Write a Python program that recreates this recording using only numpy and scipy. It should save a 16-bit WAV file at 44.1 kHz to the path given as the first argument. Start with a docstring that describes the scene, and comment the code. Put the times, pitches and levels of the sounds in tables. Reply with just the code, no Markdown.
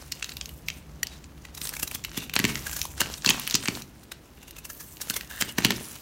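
"""A thin steel blade shaves a hard bar of soap, close up: the curls crack and snap, ringing flake and bar.
The edge slips in bursts of tiny fractures and hisses along the soap while crumbs patter.
The steel pings once on touching the bar and sometimes sings as it drags.
Heavy flakes thud onto a table. A faint ventilation rumble fills the quiet room."""
import sys
import numpy as np
from scipy import signal
from scipy.fft import rfft, irfft, next_fast_len
from scipy.io import wavfile

SR = 44100
rng = np.random.default_rng(int(sys.argv[2]) if len(sys.argv) > 2 else 0)


def generate_wav(sig):
    """Save sig (samples, or channels by samples) to the path in sys.argv[1] as 16-bit PCM at SR."""
    pcm = np.round(np.clip(np.atleast_2d(sig).T, -1, 1) * 32767).astype(np.int16)
    wavfile.write(sys.argv[1], SR, pcm)


N = 265041


def gain(db):
    """Decibels to amplitude."""
    return 10 ** (np.asarray(db) / 20)


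def unit_rms(x):
    """Scales to rms 1."""
    return x / np.sqrt(np.mean(x ** 2) + 1e-20)


def log_interp(points, hz):
    """Interpolates on a log-frequency axis."""
    freq_hz, value = np.transpose(points)
    return np.interp(np.log(hz + 1), np.log(freq_hz + 1), value)


def add(mix, start_s, sound):
    """Mixes a sound in at start_s."""
    part = mix[round(start_s * SR):][:len(sound)]
    part += sound[:len(part)]


def colour(x, spectrum):
    """Filters by a spectrum in dB."""
    size = next_fast_len(len(x))
    response = gain(log_interp(spectrum, np.fft.rfftfreq(size, 1 / SR)))
    return irfft(rfft(x, size) * response, size)[:len(x)]


def resonate(x, hz, width_hz):
    """Two-pole resonance."""
    r = np.exp(-np.pi * width_hz / SR)
    return signal.lfilter([1, 0, -r], [1, -2 * r * np.cos(2 * np.pi * hz / SR), r * r], x)


def mode(x, hz, width_hz):
    """Resonance at rms 1."""
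    return unit_rms(resonate(x, hz, width_hz))


def flicker(per_s):
    """Straight lines between Gaussian random values."""
    steps = int(N / SR * per_s) + 2
    return np.interp(np.arange(N) / SR * per_s, np.arange(steps), rng.standard_normal(steps))


def grains(per_s, spread_db, wash):
    """Random ticks of uneven size over smooth noise."""
    ticks = gain(spread_db * np.minimum(rng.exponential(1, N), 2)) * (rng.random(N) < per_s / SR)
    puffs = signal.lfilter([1], [1, -0.96], ticks) * rng.standard_normal(N)  # about 0.5 ms each
    return unit_rms(puffs) + wash * rng.standard_normal(N)


def effort(spells, column, rest_db=-np.inf, sag_db_per_s=0):
    """Gain of the hand's work: each spell sets in fast, holds or drifts, then falls to rest."""
    attack_db_per_s, release_db_per_sqrt_s = 700, 51
    t, rows = np.arange(N) / SR, np.array(spells)[:, :, None]
    start_s, end_s = rows[:, 0], rows[:, 1]
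    attack_db = attack_db_per_s * np.maximum(start_s - t, 0)
    release_db = release_db_per_sqrt_s * np.sqrt(np.maximum(t - end_s, 0))
    sag_db = sag_db_per_s * (t - (start_s + end_s) / 2)
    level_db = rows[:, column] - attack_db - release_db - sag_db
    return gain(np.maximum(level_db.max(0), rest_db))


# freq_hz, relative_db
AIR_SPECTRUM = [(25, -45), (45, -8.5), (100, -14.5), (300, -17), (480, -24.5), (1700, -33.5), (7000, -46),
                (16000, -44)]
# centre_hz, width_hz, relative_db
RUMBLE_BANDS = [(64.4, 14, 3.5), (147.8, 15.5, -0.5)]
# time_s, level_db
RUMBLE_LEVELS = [(0, -52.5), (0.7, -45), (1.3, -49.5), (1.9, -50), (2.8, -44.5), (3.9, -59.5), (6, -53)]


def ventilation():
    """Steady air noise with narrow rumbling bands that come and go."""
    rumble = sum(gain(db + 0.89 * flicker(per_s=3.06)) * mode(rng.standard_normal(N), hz, width_hz)
                 for hz, width_hz, db in RUMBLE_BANDS)
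    rumble_db = np.interp(np.arange(N) / SR, *np.transpose(RUMBLE_LEVELS))
    air = colour(rng.standard_normal(N), AIR_SPECTRUM)
    return gain(-51.5) * unit_rms(air) + gain(rumble_db) * unit_rms(rumble)


# freq_hz, t60_s
ROOM_DECAY = [(500, 0.52), (3000, 0.33), (14000, 0.028)]


def room(x):
    """Diffuse reverb, treble dying first; pieces land in different spots, so two tails alternate."""
    out, predelay = np.zeros(N), np.zeros(260)
    angle = 2 * np.pi * 170 * np.arange(N) / N
    for share in (abs(np.cos(angle)), abs(np.sin(angle))):
        hz, t, spectrum = signal.stft(rng.standard_normal(SR // 2), SR, nperseg=512)
        decay = gain(-60 * t / log_interp(ROOM_DECAY, hz)[:, None])
        tail = np.concatenate([predelay, signal.istft(spectrum * decay, SR, nperseg=512)[1]])
        out += signal.fftconvolve(x * share, tail / np.linalg.norm(tail))[:N]
    return out


# pitch_hz, width_hz, relative_db
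TABLETOP_MODES = [(127, 38, 0), (200, 67, 0.5), (252, 140, -1), (409, 165, -4)]
# start_s, peak_db
THUDS = [(1.613, -38), (1.826, -30), (1.945, -35), (2.174, -22.5), (2.361, -22.5), (2.396, -19.5),
         (2.4402, -14), (2.4497, -19.5), (3.012, -25), (3.264, -19.5), (3.293, -21), (3.542, -20),
         (3.683, -17.5), (5.099, -29), (5.419, -24.5), (5.582, -15.5), (5.649, -12.5), (5.705, -21)]


def thuds():
    """Heavy flakes knock the damped table top with a soft push and release."""
    push = np.gradient(np.pad(signal.windows.hann(170), (120, 3000)))
    knock = sum(gain(db) * mode(push, hz, width_hz) for hz, width_hz, db in TABLETOP_MODES)
    knock = signal.lfilter(*signal.butter(2, 95, "high", fs=SR), knock)  # top too small for deep bass
    out = np.zeros(N)
    for start_s, peak_db in THUDS:
        add(out, start_s, gain(peak_db) * knock / abs(knock).max())
    return out


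# pitch_hz, relative_db, t60_s
FREE_BLADE_MODES = [(1914, 2, 0.019), (4510, -5, 0.024), (5740, -1, 0.016), (7040, 2.5, 0.012)]


def blade_ping(start_s=1.0305, gain_db=-15, rise_ms=0.53):
    """The free blade taps the bar once and rings briefly."""
    out, t = np.zeros(N), np.arange(0, 0.05, 1 / SR)
    ring = sum(gain(db - 60 * t / t60_s) * np.sin(2 * np.pi * hz * t)
               for hz, db, t60_s in FREE_BLADE_MODES)
    rise = 1 - np.exp(-1000 * t / rise_ms)
    add(out, start_s, gain(gain_db) * rise * ring)
    return out


# pitch_hz, width_hz, relative_db (upper modes only)
DRAGGED_BLADE_MODES = [(1700, 230), (2800, 300, 3), (3600, 260, 1), (5900, 400, -5)]
# start_s, end_s, upper_modes_db, lowest_mode_db
DRAGS = [(2.155, 2.24, -42, -66), (4.38, 4.65, -60, -80), (5.31, 5.4, -51, -46.5)]


def blade_singing():
    """Rough rubbing rings the narrow modes of the steel."""
    rub = grains(per_s=300, spread_db=5, wash=0.7)
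    lowest = mode(rub, *DRAGGED_BLADE_MODES[0])
    upper = sum(gain(db) * mode(rub, hz, width_hz) for hz, width_hz, db in DRAGGED_BLADE_MODES[1:])
    return unit_rms(upper) * effort(DRAGS, column=2) + lowest * effort(DRAGS, column=3)


# pitch_hz, width_hz, relative_db
SOAP_MODES = [(1035, 730, 10), (1700, 980, 7.5), (2780, 740, 13.5), (4170, 1160, 12), (4200, 1800, 7),
              (5830, 1500, 15.5), (6870, 1100, 7)]


def soap_ring(strike, first_mode):
    """The bar's modes from first_mode up, each struck more or less by chance."""
    return unit_rms(sum(gain(db + rng.normal(0, 1.5)) * mode(strike, hz, width_hz)
                        for hz, width_hz, db in SOAP_MODES[first_mode:]))


def fizz(strike, band_hz=(6600, 15300)):
    """The treble of a fracture, above the bar's modes."""
    return unit_rms(signal.lfilter(*signal.butter(2, band_hz, "band", fs=SR), strike))


# freq_hz, relative_db
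HISS_SPECTRUM = [(2500, -4.5), (4500, -5), (7500, 3.5), (10500, 1.5), (15500, 4)]
# start_s, end_s, crumbs_db, hiss_db
STROKES = [(0, 0.592, -58, -53), (0.668, .78, -56, -54.5), (1.04, 1.19, -54.5, -64),
           (1.441, 1.62, -57.5, -65), (1.616, 1.7, -47, -42), (1.735, 1.843, -53, -43),
           (1.913, 1.958, -45, -44), (2.052, 2.15, -58.5, -53.5), (2.16, 2.247, -47.5, -49),
           (2.36, 2.873, -45.5, -43.5), (2.89, 2.97, -59, -50), (2.977, 3.152, -43.5, -49.5),
           (3.256, 3.81, -43.5, -45), (4.7, 4.96, -59, -49.5), (5.013, 5.237, -50, -47),
           (5.305, 5.526, -55, -47), (5.581, 6.05, -47, -46)]


def scrape():
    """Crumbs patter, each ringing one mode; the edge hisses along the soap in bands that swell by turns."""
    pitched = sum(gain(db) * mode(grains(per_s=60, spread_db=4.5, wash=1.2), hz, width_hz)
                  for hz, width_hz, db in SOAP_MODES)
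    dull = mode(grains(per_s=100, spread_db=26, wash=0.65), hz=430, width_hz=1630)
    crumbs = unit_rms(pitched) + 0.7 * dull
    dust = colour(grains(per_s=320, spread_db=5.6, wash=1), HISS_SPECTRUM)
    bands = sum(gain(8 * flicker(per_s=11)) * resonate(dust, hz, 0.099 * hz) * hz
                for hz in np.geomspace(5300, 13800, 7))
    hiss = unit_rms(unit_rms(dust) + unit_rms(bands))
    crumbs *= effort(STROKES, column=2, rest_db=-64, sag_db_per_s=18.5)
    hiss *= effort(STROKES, column=3, rest_db=-68, sag_db_per_s=-0.5)
    return gain(2.5 * flicker(per_s=50)) * (crumbs + hiss)


# peak_s, half_length_ms, ring_db, pitch_hz, treble_db
SLIPS = [(1.129, 23, -47.5, 3850, -71), (1.453, 1.35, -36, 2050, -52), (1.5503, 2.3, -45, 3960, -39),
         (1.5784, 3.4, -38, 3850, -39), (1.654, 1.9, -30.5, 3820, -32.5), (1.6733, 1.5, -34.5, 4360, -31),
         (1.739, 2.1, -32.5, 1680, -39), (1.768, 1.7, -34, 2320, -35), (1.798, 2.1, -32, 2540, -33),
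         (1.831, 2.3, -25, 2760, -23), (1.8776, 2.4, -33, 3940, -33), (1.9495, 1.9, -35, 3400, -25.5),
         (2.176, 2.3, -26.5, 3400, -28), (2.356, 0.9, -24, 1960, -22), (2.497, 8.9, -28.5, 2200, -50),
         (2.577, 2.8, -36, 2040, -56), (2.6694, 3.8, -30, 1640, -33.5), (2.731, 4, -34, 1590, -33),
         (2.767, 3.2, -31, 1650, -29.5), (2.793, 2.1, -33, 1730, -33), (3.007, 2.2, -17.5, 2800, -20.5),
         (3.18, 3.3, -42.5, 3770, -42.5), (3.277, 2.5, -21.5, 2660, -50), (4.036, 3.1, -69, 3690, -50),
         (4.12, 1.8, -29.5, 3780, -40.5), (4.432, 3.1, -43.5, 2730, -52), (4.482, 4, -46.5, 2770, -47),
         (4.567, 2.9, -42, 2670, -47), (4.5868, 2.8, -41.5, 2640, -41), (4.6532, 3.3, -39, 2760, -36.5),
         (4.7025, 3.5, -37.5, 1720, -37), (4.807, 5.5, -42, 1720, -39), (5.0168, 3.5, -36, 1710, -29.5),
         (5.1413, 1.8, -30.5, 3500, -32), (5.166, 3.4, -25, 2120, -27.5), (5.313, 1, -33.5, 1620, -53),
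         (5.4123, 2.5, -19.5, 3140, -25), (5.491, 7.2, -32.5, 2890, -52), (5.642, 2.8, -29.5, 4100, -55),
         (5.667, 1.4, -26, 2880, -50), (5.914, 2.9, -50, 1700, -41.5)]


def slips():
    """The edge slips: dense tiny fractures under a short swell; fine dust fizzes on after it."""
    out, ms = np.zeros(N), np.arange(-1000, 2000) / SR * 1000
    skew = np.where(ms < 0, 1.15, 0.95)  # rises faster than it fades
    for peak_s, half_length_ms, ring_db, pitch_hz, treble_db in SLIPS:
        noise, roughness = rng.standard_normal((2, len(ms)))
        rub = unit_rms(noise * gain(3.2 * roughness))
        swell_db = -5.5 * abs(skew * ms / (0.89 * half_length_ms)) ** 0.94
        linger_db = np.where(ms > 0, 0.5 * swell_db, swell_db)
        ring = unit_rms(mode(rub, pitch_hz, 0.048 * pitch_hz) + 1.3 * mode(rub, hz=1440, width_hz=3700))
        body = gain(ring_db) * ring + gain(treble_db) * soap_ring(rub, first_mode=4)
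        dust = gain(treble_db - 3 + linger_db) * fizz(rub)
        add(out, peak_s + ms[0] / 1000, gain(swell_db) * body + dust)
    return out


# time_s, body_energy_db, pitch_hz, fizz_energy_db (energies re 1 ms at full scale)
CRACKS = [(0.121, -17, 5040, -23.5), (0.2263, -18.5, 2800, -54), (0.244, -21.5, 3900, -32),
          (0.2927, -26.5, 3930, -40), (0.3196, -29, 3840, -44), (0.369, -25, 4070, -30),
          (0.4123, -21.5, 3400, -48), (0.4578, -26.5, 6400, -35), (0.4922, -33, 2730, -34),
          (0.6851, -16, 2340, -25), (0.702, -23.5, 2740, -51), (1.0324, -21, 3000, -19.5),
          (1.752, -34, 5500, -33), (5.227, -49, 6200, -51), (5.247, -39, 6500, -43),
          (2.829, -34, 5500, -28), (2.094, -37.5, 5500, -50), (2.1162, -34, 1780, -55),
          (2.132, -39, 2700, -45), (2.915, -43, 3000, -43), (5.275, -40, 7500, -46),
          (5.767, -32.5, 6500, -46), (5.926, -51, 2500, -42), (1.07, -24, 5240, -33),
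          (1.2418, -37, 6150, -55), (1.5748, -33.5, 5320, -45), (1.6161, -22.5, 5030, -26.5),
          (1.692, -22, 5830, -20.5), (1.9132, -28, 2670, -26.5), (2.04, -25, 6200, -33),
          (2.0484, -19.5, 2830, -25), (2.2966, -25.5, 2620, -36), (2.3382, -19, 3340, -22),
          (2.364, -8, 2180, -30), (2.3913, -12, 1810, -14.5), (2.399, -15.5, 2550, -28),
          (2.442, -13, 2410, -23), (2.451, -9.5, 2220, -20), (2.5553, -18.5, 2030, -41),
          (2.714, -31, 2590, -29), (2.8157, -15, 6450, -20), (2.853, -24, 1040, -26),
          (3.0156, -11.5, 1590, -39), (3.14, -24, 5100, -50), (3.222, -31.5, 4320, -51),
          (3.2618, -5.5, 4400, -19), (3.291, -5.5, 3130, -29), (3.298, -17, 3000, -12.5),
          (3.3046, -7, 2900, -27), (3.3081, -12.5, 3100, -30), (3.2473, -16, 1670, -23),
          (3.3977, -26, 8400, -21), (3.469, -26, 4970, -41), (3.4756, -17, 2920, -19),
          (3.499, -21.5, 5100, -28), (3.51, -17, 4700, -23), (3.525, -26, 2800, -40),
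          (3.5433, -9, 6000, -31), (3.5524, -8.5, 5060, -16), (3.556, -11.5, 6060, -23),
          (3.628, -28, 3400, -40), (3.657, -19.5, 2060, -52), (3.677, -19, 2680, -26),
          (3.6841, -12.5, 2400, -46), (3.7519, -26.5, 4150, -45), (3.8208, -28.5, 5200, -34),
          (4.509, -34.5, 6300, -33), (4.97, -35, 8000, -40), (5.0995, -13.5, 7100, -18.5),
          (5.1066, -21, 1660, -19), (5.21, -25, 2400, -32), (5.4225, -12, 1950, -34),
          (5.584, -11, 1810, -17), (5.648, -6.5, 2890, -15.5), (5.6488, -7.5, 2550, -12.5),
          (5.6552, -13.5, 2250, -36), (5.622, -28, 2470, -45), (5.686, -39, 6400, -42),
          (5.7062, -10.5, 2110, -18.5), (5.72, -21.5, 2670, -40)]


def cracks():
    """A curl breaks: a short creak, one hard fracture and after-ticks ring the flake and the bar."""
    body_top_hz = 8400  # soap is too soft to ring higher
    out, ms = np.zeros(N), np.arange(-250, 650) / SR * 1000
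    creak_db = np.where(ms < 0, 4.1 * ms - 7, -2.8 * ms)
    for time_s, body_db, pitch_hz, fizz_db in CRACKS:
        noise, roughness = rng.standard_normal((2, len(ms)))
        fracture = noise * gain(12.1 * roughness) * np.maximum(ms, 0) * np.exp(-abs(ms) / 0.14)
        creak_and_ticks = roughness * gain(2 * noise + creak_db)
        strike = unit_rms(fracture) + 0.94 * unit_rms(creak_and_ticks)
        flake = mode(strike, pitch_hz, 0.28 * pitch_hz)
        bar = soap_ring(strike, first_mode=0 if body_db > -15 else 2)  # only big pieces move low modes
        band_hz = (0.24 * pitch_hz, body_top_hz)  # a small flake has no bass
        body = signal.lfilter(*signal.butter(2, band_hz, "band", fs=SR), flake + 1.22 * bar)
        crack = gain(body_db) * unit_rms(body) + gain(fizz_db) * fizz(strike)
        add(out, time_s + ms[0] / 1000, crack / np.sqrt(np.ptp(ms)))
    return out


def scene():
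    """Mono mix; cracks, slips and thuds feed the room."""
    cracking, slipping, thudding = cracks(), slips(), thuds()
    reverb = room(gain(-15.5) * cracking + gain(-16) * slipping + gain(-9) * thudding)
    blade = blade_ping() + blade_singing() + scrape()
    return (ventilation() + reverb + thudding + blade + slipping + cracking)[None]


def record(dry):
    """Soft overload, then a low-pass."""
    cutoff_hz = 15900
    lowpass = signal.firwin(511, cutoff_hz, window=("kaiser", 9), fs=SR)
    return signal.oaconvolve(np.tanh(dry), lowpass[None], "same")


dry = scene()
out = record(dry)
generate_wav(out)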